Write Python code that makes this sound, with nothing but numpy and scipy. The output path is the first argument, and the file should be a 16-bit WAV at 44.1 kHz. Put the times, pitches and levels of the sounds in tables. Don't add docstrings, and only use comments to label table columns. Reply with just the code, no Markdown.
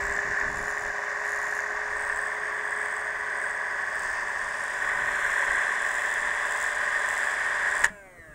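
import sys
import numpy as np
from scipy import signal
from scipy.fft import rfft, irfft, next_fast_len
from scipy.io import wavfile
from scipy.ndimage import map_coordinates

SR = 44100
rng = np.random.default_rng(int(sys.argv[2]) if len(sys.argv) > 2 else 0)


def digitize_waveform(pressure):
    field = np.atleast_2d(pressure).T
    bounded = np.clip(field, -1, 1)
    quanta = np.round(bounded * 32767).astype(np.int16)
    wavfile.write(sys.argv[1], SR, quanta)


def voltage_ratio(decibels):
    exponent = np.asarray(decibels, float) / 20
    return 10 ** exponent


N = 367838
T = np.arange(N) / SR

# time in seconds, commutator steps per second.
SPEED = [(0, 201.5), (.4, 205.3), (.6, 206.6), (1.5, 208.3), (3, 211.6), (5.5, 217.1), (7.2, 220.7),
         (7.85, 221.9), (8.22, 164.5), (8.34, 147.6)]
BOBBIN_TURNS, BELT_TURNS = .3466, 1 / 9.25
# frequency in Hz, level in dB per Hz.
LOWER_BAND = [(180, -58), (300, -20.5), (328, -24), (417, -6.5), (433, -19), (477, -24.5), (506, -16.5),
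              (575, -4), (671, -10), (725, -8.5), (869, -7.5), (1000, 1.5), (1120, 3), (1350, -13),
              (1400, -8.5), (1820, -36), (3080, -120)]
# time in seconds, peak in dB.
KNOCKS = [(0.1181, -17), (0.171, -17), (0.189, -11.5), (0.3125, -14), (0.3701, -15), (0.412, -12),
          (0.4419, -17), (0.7752, -16), (1.2565, -15.5), (1.3443, -20), (1.5244, -15), (1.5663, -16),
          (1.5893, -12.5), (1.9265, -19), (2.0832, -17), (2.0971, -12.5), (2.2619, -17), (2.3166, -19),
          (2.825, -28), (4.68, -18), (4.8745, -18), (4.8973, -14), (5.0746, -16), (5.1856, -17),
          (5.3737, -16), (5.3944, -12), (5.4993, -18), (5.7059, -16), (5.8381, -20), (5.862, -17),
          (5.9838, -14), (6.2442, -22), (6.3064, -16), (6.3495, -17), (6.451, -13), (6.662, -13),
          (6.8763, -14), (6.9755, -14), (7.0683, -16), (7.1077, -12.5), (7.1668, -18), (7.2712, -12),
          (7.5384, -25), (7.5905, -20)]
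# time in seconds, case ring in dB, sharp crack in dB.
SNAPS = [
    (7.8388, -11, -33),
    (7.843, -4, -23.5),
    (7.8466, -22, -29),
    (7.853, -12, -35),
    (7.856, -22, -39),
    (7.863, -23, -42),
]
LET_GO_S = SNAPS[0][0]
# time in seconds, colour (0 open, 1 mid, 2 hand).
HISS_MOVE = [(1.7, 0), (2.05, 1), (3.9, 1), (4.9, 2)]


def unit(x):
    return x / np.sqrt(np.mean(x ** 2) + 1e-20)


def curves(rows):
    s, *cols = np.transpose(rows)
    return [np.interp(T, s, c) for c in cols]


def wobble(rate):
    knots = rng.standard_normal(int(N * rate / SR) + 4)
    coarse = map_coordinates(knots, [T[::16] * rate])
    return np.interp(T, T[::16], coarse)


def swells(rows, edge):
    s, length, *heights = np.transpose(rows)
    t = T[::16, None]
    shape = np.clip(np.minimum(t - s, s + length - t) / edge + .5, 0, 1)
    return [np.interp(T, T[::16], shape @ h) for h in heights]


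def coloured(x, spectrum):
    m = 2 * next_fast_len(N // 2 + 4096)
    f, db = np.transpose(spectrum)
    gain_db = np.interp(np.log(np.fft.rfftfreq(m, 1 / SR) + 1), np.log(f + 1), db)
    cepstrum = irfft(np.log(voltage_ratio(gain_db) + 1e-6), m)
    cepstrum[1:m // 2] *= 2
    cepstrum[m // 2 + 1:] = 0
    return irfft(rfft(x, m) * np.exp(rfft(cepstrum)), m)[:N]


def noise(spectrum):
    return unit(coloured(rng.standard_normal(N), spectrum))


def rings(times, hz, gain, t60, size, attack=0.00053):
    t = np.arange(size) / SR
    envelope = voltage_ratio(-60 * t / t60) * (1 - np.exp(-t / attack))
    rows = gain[:, None] * np.sin(2 * np.pi * hz[:, None] * t) * envelope
    at = np.round(times * SR).astype(int)[:, None] + np.arange(size)
    return np.bincount(at.ravel(), rows.ravel(), N + size)[:N]


def steps():
    return np.cumsum(curves(SPEED)[0]) / SR


def relief(turns, size):
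    laps = rng.standard_normal((13, size))
    return unit(map_coordinates(laps, [T / T[-1] * 12, turns % 1 * size], order=1, mode="grid-wrap"))


def orders(table, turns):
    tones = 0
    for k, early_db, late_db in table:
        level_db = np.interp(T, [1.8, 6.2], [early_db, late_db]) + 0.73 * wobble(5)
        tones = tones + voltage_ratio(level_db) * np.sin(2 * np.pi * round(k) * turns + 0.87 * wobble(3))
    return np.sqrt(2) * tones


def levels():
    # time in seconds, case level in dB, brightness in dB.
    drive_rows = [(0, -30.5, -20), (.45, -29, -22), (.53, -33.5, -19), (1.1, -31.5, -20.5),
                  (2.3, -31.5, -21.5), (3.6, -32.5, -21), (4.1, -32, -19), (4.72, -32.5, -16),
                  (4.9, -29, -19.5), (5.35, -26, -19.5), (5.8, -28.5, -17.5), (6.6, -29, -17),
                  (7.1, -28, -17.5), (7.83, -28, -18.5)]
    main_db, bright_db = curves(drive_rows)
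    lower_db = -37.5 + 0.6 * (main_db - main_db.mean())
    upper_db = main_db + bright_db
    hiss_db = upper_db
    return main_db, lower_db, upper_db, hiss_db


def drive():
    # frequency in Hz, level in dB per Hz.
    main_band = [(760, -43), (1300, -17.5), (1360, -17.5), (1570, -2.5), (1850, -0.5), (2350, -20.5),
                 (2600, -31), (3380, -57.5), (5720, -120)]
    # frequency in Hz, level in dB per Hz.
    upper_open = [(1410, -26.5), (2400, -5), (2820, -7), (3110, -10.5), (3220, -25), (3420, -9),
                  (3670, -9.5), (3950, -16), (4950, -8.5), (5800, -11), (7540, -21), (12800, -120)]
    # frequency in Hz, level in dB per Hz.
    upper_hand = [(1410, -22.5), (2400, 4), (2790, 0.5), (3380, 5), (3600, 3.5), (3790, -8.5), (4110, -5.5),
                  (4410, -12.5), (4890, -2), (5800, -31), (7540, -29), (12800, -120)]
    # time in seconds, share of the shaded colour from 0 to 1.
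    hand_share = [(1.6, 0), (2.6, 0.65), (4.6, 0.24), (5, 0.7)]
    # lumps per turn, phase in turns, early depth in dB, late depth in dB.
    throb = [(2, .16, 1.8, .6), (4, .1, 1.2, .5)]
    # time in seconds, phase in turns.
    lower_lag = [(0, .08), (2.4, -.1), (4.8, -.23)]
    # bumps per belt turn, early level in dB, late level in dB.
    belt_orders = [(8, -70, -71), (24, -59, -56), (25, -55, -50), (26, -62, -60), (27, -61, -58),
                   (29, -63, -63), (30, -69, -58), (31, -57, -55), (32, -61, -58), (33, -59, -61),
                   (35, -58, -53), (39, -61, -55), (42, -58, -48), (43, -55, -50)]
    # bumps per bobbin turn, early level in dB, late level in dB.
    bobbin_orders = [(1, -67, -68), (5, -63, -64), (6, -63, -64), (7, -68, -65), (8, -60, -59),
                     (9, -66, -64), (10, -59, -58), (11, -60, -60)]
    # cycles per step, early level in dB, late level in dB.
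    step_orders = [(1, -68, -66), (4, -57, -58), (8, -54, -48), (9, -53, -54)]
    # time in seconds, change in dB.
    release = [(7.84, 0), (7.863, 0), (7.869, -6.5), (7.89, -10.5), (7.92, -24), (7.97, -33), (8.05, -47)]

    main_db, lower_db, upper_db, _ = levels()
    belt_turns = steps() * BELT_TURNS
    belt = relief(belt_turns, size=600)
    lumps = voltage_ratio(0.54 * wobble(220) + 0.4 * wobble(25))

    def scrape():
        return unit(lumps * rng.standard_normal(N))

    main = unit(coloured(scrape() + 0.43 * belt * lumps, main_band))
    for s, _ in KNOCKS:
        start = max(round((s - .006) * SR), 0)
        main[start:][:520] *= 1 - .8 * np.hanning(520)
    throb_db = 0
    for k, lag, early_db, late_db in throb:
        depth_db = np.interp(T, [3, 5], [early_db, late_db])
        throb_db = throb_db + depth_db * np.cos(2 * np.pi * k * (belt_turns - lag))
    main *= voltage_ratio(throb_db)

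    lower = voltage_ratio(-0.5) * unit(coloured(scrape() + 0.23 * belt, LOWER_BAND))
    lower *= voltage_ratio(2.4 * np.cos(4 * np.pi * (belt_turns - curves(lower_lag)[0])))

    hand = np.clip(curves(hand_share)[0], 0, 1)
    upper = np.sqrt(1 - hand) * unit(coloured(scrape(), upper_open))
    upper += np.sqrt(hand) * unit(coloured(scrape(), upper_hand))

    tones = orders(belt_orders, belt_turns) + orders(bobbin_orders, steps() * BOBBIN_TURNS)
    tones += orders(step_orders, steps())
    body = voltage_ratio(main_db) * main + voltage_ratio(lower_db) * lower + voltage_ratio(upper_db) * upper + voltage_ratio(.4) * tones
    return voltage_ratio(curves(release)[0]) * (body + brushes())


def whine():
    # time in seconds, second order in dB, third order in dB.
    load_levels = [(0, -42, -50), (.5, -47, -49.5), (1.2, -47.5, -53), (2.7, -48, -51), (3.6, -54, -52),
                   (4.6, -59, -56), (5.8, -53.5, -55), (7.8, -57, -57), (7.88, -73, -88)]
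    # order, level in dB, change in dB per second.
    coast = [(1, 2, 0), (2, 16, -14), (3, 16, -5), (4, 7, 0), (5, 0, -20), (6, -6, -8), (7, 12, -48),
             (8, 9, -22), (9, -7, 8), (10, -14, 36), (11, 4, 4), (12, -4, 20), (13, 9, -20), (14, 9, -45),
             (15, 5, -35), (16, 11, -70), (17, 7, -10), (18, 1, 8), (24, 8, 14), (31, 8, -30),
             (36, 18, -15), (43, 9, -25), (48, 8, 10), (52, 5, 0)]
    # frequency in Hz, level in dB.
    case_top = [(1300, -74), (1490, -72), (1600, -60), (2000, -59), (2300, -66), (2700, -78), (3400, -86),
                (3750, -97), (3950, -85), (4200, -96), (4600, -97), (8500, -82), (10500, -96)]

    second_db, third_db = curves(load_levels)
    turn = 2 * np.pi * steps()
    out = voltage_ratio(second_db + 0.44 * wobble(20.6)) * np.sin(2 * turn)
    out += voltage_ratio(third_db + 1.5 * wobble(9)) * np.sin(3 * turn)

    free = T > LET_GO_S
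    since = T[free] - LET_GO_S
    k = np.arange(1, 59)[:, None]
    extra_db = sum((db + change_db * since) * (k == round(order)) for order, db, change_db in coast)
    knots = rng.standard_normal((len(k), 14))
    swell = map_coordinates(knots, [k - 1 + 0 * since, 0 * k + 1 + 22 * since], order=1)
    swell_db = 4.5 * swell * np.where(extra_db > 8, .45, 1)

    hz = k * curves(SPEED)[0][free]
    lower, upper = [voltage_ratio(np.interp(np.log(hz), np.log(f), db))
                    for f, db in (np.transpose(LOWER_BAND), np.transpose(case_top))]
    low_case = voltage_ratio(-61.5) * np.where(hz < 480, voltage_ratio(-18), lower)
    case = np.where(hz < case_top[0][0], low_case, upper)
    fade_db = .4 * k * since
    phase = rng.uniform(0, 2 * np.pi, k.shape)
    stack = case * voltage_ratio(extra_db - fade_db + swell_db) * np.sin(k * turn[free] + phase)
    slip = np.clip(since / .07, 0, 1) ** 2
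    out[free] += slip * stack.sum(0)
    return np.sqrt(2) * out


def brushes():
    # frequency in Hz, level in dB per Hz.
    hiss_open = [(2940, -30), (5000, -3), (5900, 2), (7060, 5.5), (7900, -2.5), (9460, -10.5), (10700, -26),
                 (13200, -21), (14300, -36), (15200, -25), (16000, -25)]
    # frequency in Hz, level in dB per Hz.
    hiss_mid = [(2940, -40), (5000, -1.5), (5840, -10), (6470, 0.5), (7450, -4), (8460, 2.5), (9100, -5.5),
                (9830, -32), (10700, -32), (15200, -23), (16000, -32)]
    # frequency in Hz, level in dB per Hz.
    hiss_hand = [(2940, -39), (5000, -7.5), (5990, -7.5), (7670, 3), (8290, -3.5), (9100, -1.5),
                 (10700, -23), (13000, -25), (14300, -40), (15200, -24), (16000, -30)]
    sputter = voltage_ratio(2.36 * wobble(400)) * rng.standard_normal(N)
    move = curves(HISS_MOVE)[0]
    hiss = 0
    for k, colour in enumerate((hiss_open, hiss_mid, hiss_hand)):
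        hiss = hiss + np.clip(1 - abs(move - k), 0, 1) * unit(coloured(sputter, colour))
    return voltage_ratio(levels()[-1] - 0.5) * hiss


def panels(x):
    # frequency in Hz, width in Hz, gain in dB.
    panel_rows = [(1365, 22, -2.5), (1550, 16, 1), (1840, 15, 2), (2610, 31, 3.5), (2975, 26, -3),
                  (3040, 25, 3.5), (3136, 35, -6), (3265, 30, 3), (3440, 31, 2), (4000, 40, 4.5),
                  (4710, 25, -7), (4920, 32, 1.5), (5200, 40, -4), (5880, 40, -3)]
    m = next_fast_len(N + 4096)
    hz = np.fft.rfftfreq(m, 1 / SR)
    gain_db = sum(db * np.exp(-.5 * ((hz - centre) / width) ** 2) for centre, width, db in panel_rows)
    return irfft(rfft(x, m) * voltage_ratio(gain_db), m)[:N]


def thread():
    # start in seconds, length in seconds, then lifts in dB of ticks, bright rub, top rub.
    passes = [(-.05, 0.28, 7.5, -2, 0), (.52, 0.37, 7, 4, 1), (1.22, 0.42, 6.5, 7, -4),
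              (1.96, 0.35, 8.5, -4, 2), (2.67, 0.35, 8, -4, 0), (3.34, 0.23, 9.5, -8, -1),
              (3.93, 0.25, 8.5, -1, 1), (4.5, 0.25, 3, 1, -2), (4.75, .15, 0, -5, 12),
              (5.2, 0.39, 3.5, -4, -1), (5.82, 0.34, 7.5, 0, 3), (6.44, 0.26, 10.5, 0, 3),
              (7.06, 0.27, 7, 2, 0), (7.68, .3, 11, -5, -1)]
    # time in seconds, frequency in Hz.
    rim_pitch = [(0, 7800), (.4, 7060), (1.8, 6870), (2, 8160), (4.65, 8370), (4.85, 7440), (7.8, 7940)]
    # bright rub in dB, top rub in dB.
    rim_rub = [(-15.5, -25), (-17.5, -20), (-16.5, -23)]
    # time in seconds, peak in dB, frequency in Hz.
    hard_ticks = [(0.0537, -30, 7100), (0.1241, -30, 7440), (0.1386, -30, 7370), (0.1665, -31, 7020),
                  (0.4, -29.5, 6830), (0.5576, -34, 7380), (0.8506, -35, 7280), (1.3339, -34, 6600),
                  (1.6048, -30, 6730), (1.9688, -32, 8150), (1.9959, -33, 8280), (2.0236, -31, 8140),
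                  (2.0911, -33, 8320), (2.133, -34, 8300), (2.1874, -32, 8090), (2.2149, -31, 8300),
                  (2.578, -40, 8490), (2.6798, -36, 8430), (2.7077, -30, 8240), (2.7622, -31, 8320),
                  (2.7886, -34, 8310), (2.817, -32, 8300), (2.953, -39, 8330), (2.9796, -38, 8300),
                  (3.3743, -33, 8410), (3.4416, -31, 8330), (3.496, -32, 8440), (3.955, -31, 8510),
                  (3.9948, -27, 8000), (4.5974, -31, 8440), (4.6379, -30, 8720), (4.7795, -37, 7120),
                  (5.2779, -30, 8000), (5.3313, -26, 7810), (5.7573, -35, 7220), (6.0072, -29, 7810),
                  (6.0606, -25, 7300), (6.1403, -22, 7430), (6.3624, -32, 7820), (6.47, -28, 7520),
                  (6.5096, -23, 7800), (6.535, -29, 7580), (6.5879, -27, 8000), (7.0885, -20, 7570),
                  (7.1651, -26, 7670), (7.2175, -33, 7570), (7.231, -27, 7240), (7.7273, -33, 8200),
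                  (7.7804, -25, 7540)]
    # frequency in Hz, level in dB per Hz.
    bright_band = [(5760, -8), (9800, -2.5), (10800, -10), (14000, -13.5), (15000, -23)]
    # frequency in Hz, level in dB per Hz.
    top_band = [(8240, -27), (14000, -6), (15100, 2), (16000, 3)]

    lift_db, bright_db, top_db = swells(passes, edge=0.13)
    move = curves(HISS_MOVE)[0]
    rub_db = [np.interp(move, np.arange(len(rim_rub)), c) for c in np.transpose(rim_rub)]
    bright_db, top_db = bright_db + rub_db[0], top_db + rub_db[1]
    hard_s, hard_db, hard_hz = np.transpose(hard_ticks)

    laps = steps() * BOBBIN_TURNS
    snag = np.unwrap(np.interp(hard_s, T, laps) % 1, period=1)
    slip = np.interp(T, hard_s, snag)
    turns = np.flatnonzero(np.diff(np.floor(laps - slip))) / SR
    turns = np.resize(np.append(turns, np.full(60, 8.)), 620)
    times = np.concatenate([np.minimum(turns, 8), rng.uniform(0, LET_GO_S, 1200)])
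    luck = rng.standard_normal((len(times), 3))
    times = np.abs(times + .0003 * luck[:, 0])
    stray = np.arange(len(times)) >= len(times) - 1200
    at = (times * SR).astype(int)

    hiss_db = levels()[-1]
    level_db = hiss_db - 0.5 + lift_db
    excess = np.sqrt(np.clip(voltage_ratio(level_db) ** 2 - voltage_ratio(hiss_db - .5) ** 2, 1e-8, None))
    turn_db = np.interp(times, [4.3, 5.2], [2.5, 3]) * luck[:, 1]
    size = voltage_ratio(np.where(stray, -11 + 4.5 * luck[:, 1], turn_db))
    size *= (abs(times[:, None] - hard_s).min(1) > .003) & (times < LET_GO_S)
    pitch_hz = curves(rim_pitch)[0][at] * (1 + .03 * luck[:, 2])
    life = np.interp(times, [3.5, 4, 5.2], [.0052, .0033, .0024])[:, None]
    hard_life = np.interp(hard_s, [3.5, 5.2], [.0048, .0032])[:, None]

    ring = rings(times, pitch_hz, excess[at] * size * voltage_ratio(18.5), life, size=300, attack=life / 9)
    ring += rings(hard_s, hard_hz, voltage_ratio(hard_db + 6.0), hard_life, size=300, attack=0.00031)
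    puffs = rings(times, np.full(len(times), 150.), size * voltage_ratio(30.0), t60=0.0034, size=150)
    hard_puff = voltage_ratio(hard_db + 16 - level_db[(hard_s * SR).astype(int)])
    puffs += rings(hard_s, np.full(len(hard_s), 150.), hard_puff, t60=0.0046, size=150)
    rub = voltage_ratio(level_db - 2.5) * (puffs + 0.42) * (T < LET_GO_S)
    return ring + rub * (voltage_ratio(bright_db) * noise(bright_band) + voltage_ratio(top_db - 0.5) * noise(top_band))


def reflected(x):
    # time in seconds, frequency in Hz, gain in dB.
    cancels = [(.4, 8750, -7), (.55, 8630, -9), (.9, 8600, -10), (1.1, 8600, 3.5), (2.2, 4000, -1.5),
               (4.2, 3970, -5), (4.7, 4300, -7), (5.2, 4800, -13), (5.7, 4600, -10), (6.4, 4440, -5),
               (7.8, 4420, -1)]
    # time in seconds, frequency in Hz, gain in dB.
    adds = [(0, 12600, 7), (.22, 12000, -2), (.55, 9500, 5.5), (1, 9650, 2), (1.25, 9400, 1),
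            (1.7, 9500, 1), (3.85, 5500, 0), (4.1, 5500, 4.5), (4.25, 5400, 1.5), (4.3, 9700, 2),
            (4.55, 10200, 3.5), (4.95, 12300, 4), (5.3, 12700, 9), (5.6, 12500, 1)]
    hz, t, z = signal.stft(x, SR, nperseg=512)
    gain_db = 0
    for rows, width_hz in ((cancels, 170), (adds, 1100)):
        s, centre_hz, db = np.transpose(rows)
        away = (hz[:, None] - np.interp(t, s, centre_hz)) / width_hz
        gain_db = gain_db + np.interp(t, s, db, left=0) * np.exp(-.5 * away ** 2)
    return signal.istft(z * voltage_ratio(gain_db), SR, nperseg=512)[1][:N]


def knocks():
    # frequency in Hz, level in dB, time to fade 60 dB in seconds.
    lever = [(950, -16.5, 0.037), (1755, -2.5, .03), (1870, -6, 0.028), (2950, -19, 0.023),
             (3340, -27, .03)]
    # frequency in Hz, level in dB per Hz.
    crack_band = [(1760, -25), (3000, 2), (3220, -25.5), (3900, -1), (4370, -13), (7440, 7.5),
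                  (10800, -12.5), (15400, -20), (16300, -33)]
    # time in seconds, frequency in Hz, level in dB, time to fade
    # 60 dB in seconds.
    thumps = [(.03, 170, -48, .1), (.12, 175, -49, .1), (.26, 210, -50, .1), (8.21, 110, -58, .1),
              (8.31, 90, -54, .1), (.1, 71.6, -44, 0.14), (.29, 55, -42, 0.091), (.44, 45, -44, .09),
              (.6, 75, -57, 0.091), (.7, 50, -39, .08), (.815, 110, -46, 0.087), (.02, 50.4, -43, 0.34),
              (.85, 55, -46, .25), (5.48, 48, -43, 0.32), (7.9, 189, -45, 0.16), (8.17, 340, -57, .1),
              (8.181, 478, -53, 0.072), (8.28, 170, -53, .15)]

    s, db = np.transpose(KNOCKS)
    knock_hz = 1800 * (1 + 0.042 * rng.standard_normal(len(s)))
    out = rings(s, knock_hz, voltage_ratio(db + 1.0), t60=0.018, size=1200, attack=0.00071)

    s, case_db, crack_db = np.transpose(SNAPS)
    for hz, db, t60 in lever:
        lever_hz = hz * (1 + 0.015 * rng.standard_normal(len(s)))
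        out += rings(s, lever_hz, voltage_ratio(case_db + db), t60, size=3000)
    burst = rings(s, np.full(len(s), 120.), voltage_ratio(crack_db + 12.5), t60=0.014, size=800)
    crack = burst * rng.standard_normal(N)
    white = rng.standard_normal(N)
    out += coloured(crack, crack_band) / np.std(coloured(white, crack_band))

    for s, hz, db, t60 in thumps:
        gain = voltage_ratio(np.array([db + 6.5]))
        out += rings(np.array([s]), np.array([hz]), gain, t60, size=6000, attack=1 / hz)
    return out


def air():
    # start in seconds, length in seconds, buffet lift in dB, murmur lift in dB.
    gusts = [(-.05, 0.25, 17, 12.5), (.24, 0.1, 14, 19.5), (.41, 0.26, 17.5, 15.5), (.72, .2, 8, 7),
             (1.72, 0.46, 8, -1), (3.95, 0.33, 9, 5.5), (4.33, 0.15, 8, 7), (4.75, 0.55, 9, 8.5),
             (5.45, 0.15, 9, 7), (5.8, 1.65, 4.5, -1), (6.15, .15, 4, 5), (7.5, 0.35, 7.5, 0),
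             (7.82, 0.1, 6, 12), (8.14, 0.082, 14, 3), (8.26, 0.078, 9, 5)]
    # frequency in Hz, level in dB per Hz.
    buffet_band = [(8.8, -32), (15, 5), (59, 0), (140, -16), (180, -40), (310, -120)]
    # frequency in Hz, level in dB per Hz.
    room_band = [(59, -39), (100, -6.5), (195, -9), (231, -11.5), (285, -8.5), (324, -18.5), (350, -8.5),
                 (460, -15), (770, -120)]
    # frequency in Hz, level in dB per Hz.
    floor_band = [(150, -54), (250, -3.5), (360, -12), (460, -16), (640, -1), (845, -16), (1330, -8),
                  (1980, -10.5), (2620, -28), (4650, -31.5), (8850, -17.5), (10500, -32), (16000, -29)]

    gust_db, stir_db = swells(gusts, edge=.05)
    buffet_db = -62.5 + gust_db + 1.2 * wobble(7.3)
    room_db = -64.5 + stir_db + 1.4 * wobble(6.6)
    buffet = unit(coloured(voltage_ratio(2.0 * wobble(16)) * rng.standard_normal(N), buffet_band))
    floor = voltage_ratio(-58) * noise(floor_band)
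    floor += voltage_ratio(-86.5 + 3 * wobble(4)) * np.sin(2 * np.pi * 13668 * T + 1.5 * wobble(30))
    return voltage_ratio(buffet_db) * buffet + voltage_ratio(room_db) * noise(room_band) + floor


def scene():
    near_hand = reflected(panels(drive()) + thread())
    return (whine() + near_hand + knocks() + air())[None]


def low_pass(x):
    return signal.sosfilt(signal.butter(12, 16490, fs=SR, output="sos"), x)


def record(dry):
    # frequency in Hz, gain in dB.
    capsule = [(15250, 0), (15700, 6), (15750, -4), (15830, -6)]
    top_hz, snap_top_hz = 15830, 16450
    m = next_fast_len(N)
    hz = np.fft.rfftfreq(m, 1 / SR)
    f, db = np.transpose(capsule)
    spectrum = rfft(dry, m)
    band = irfft(spectrum * (hz < top_hz) * voltage_ratio(np.interp(hz, f, db)), m)[:, :N]
    opened = np.exp(-((T - SNAPS[1][0]) / .004) ** 2)
    extra = irfft(spectrum * (hz >= top_hz) * (hz < snap_top_hz), m)[:, :N]
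    return low_pass(band + opened * extra)


dry = scene()
out = record(dry)
digitize_waveform(out)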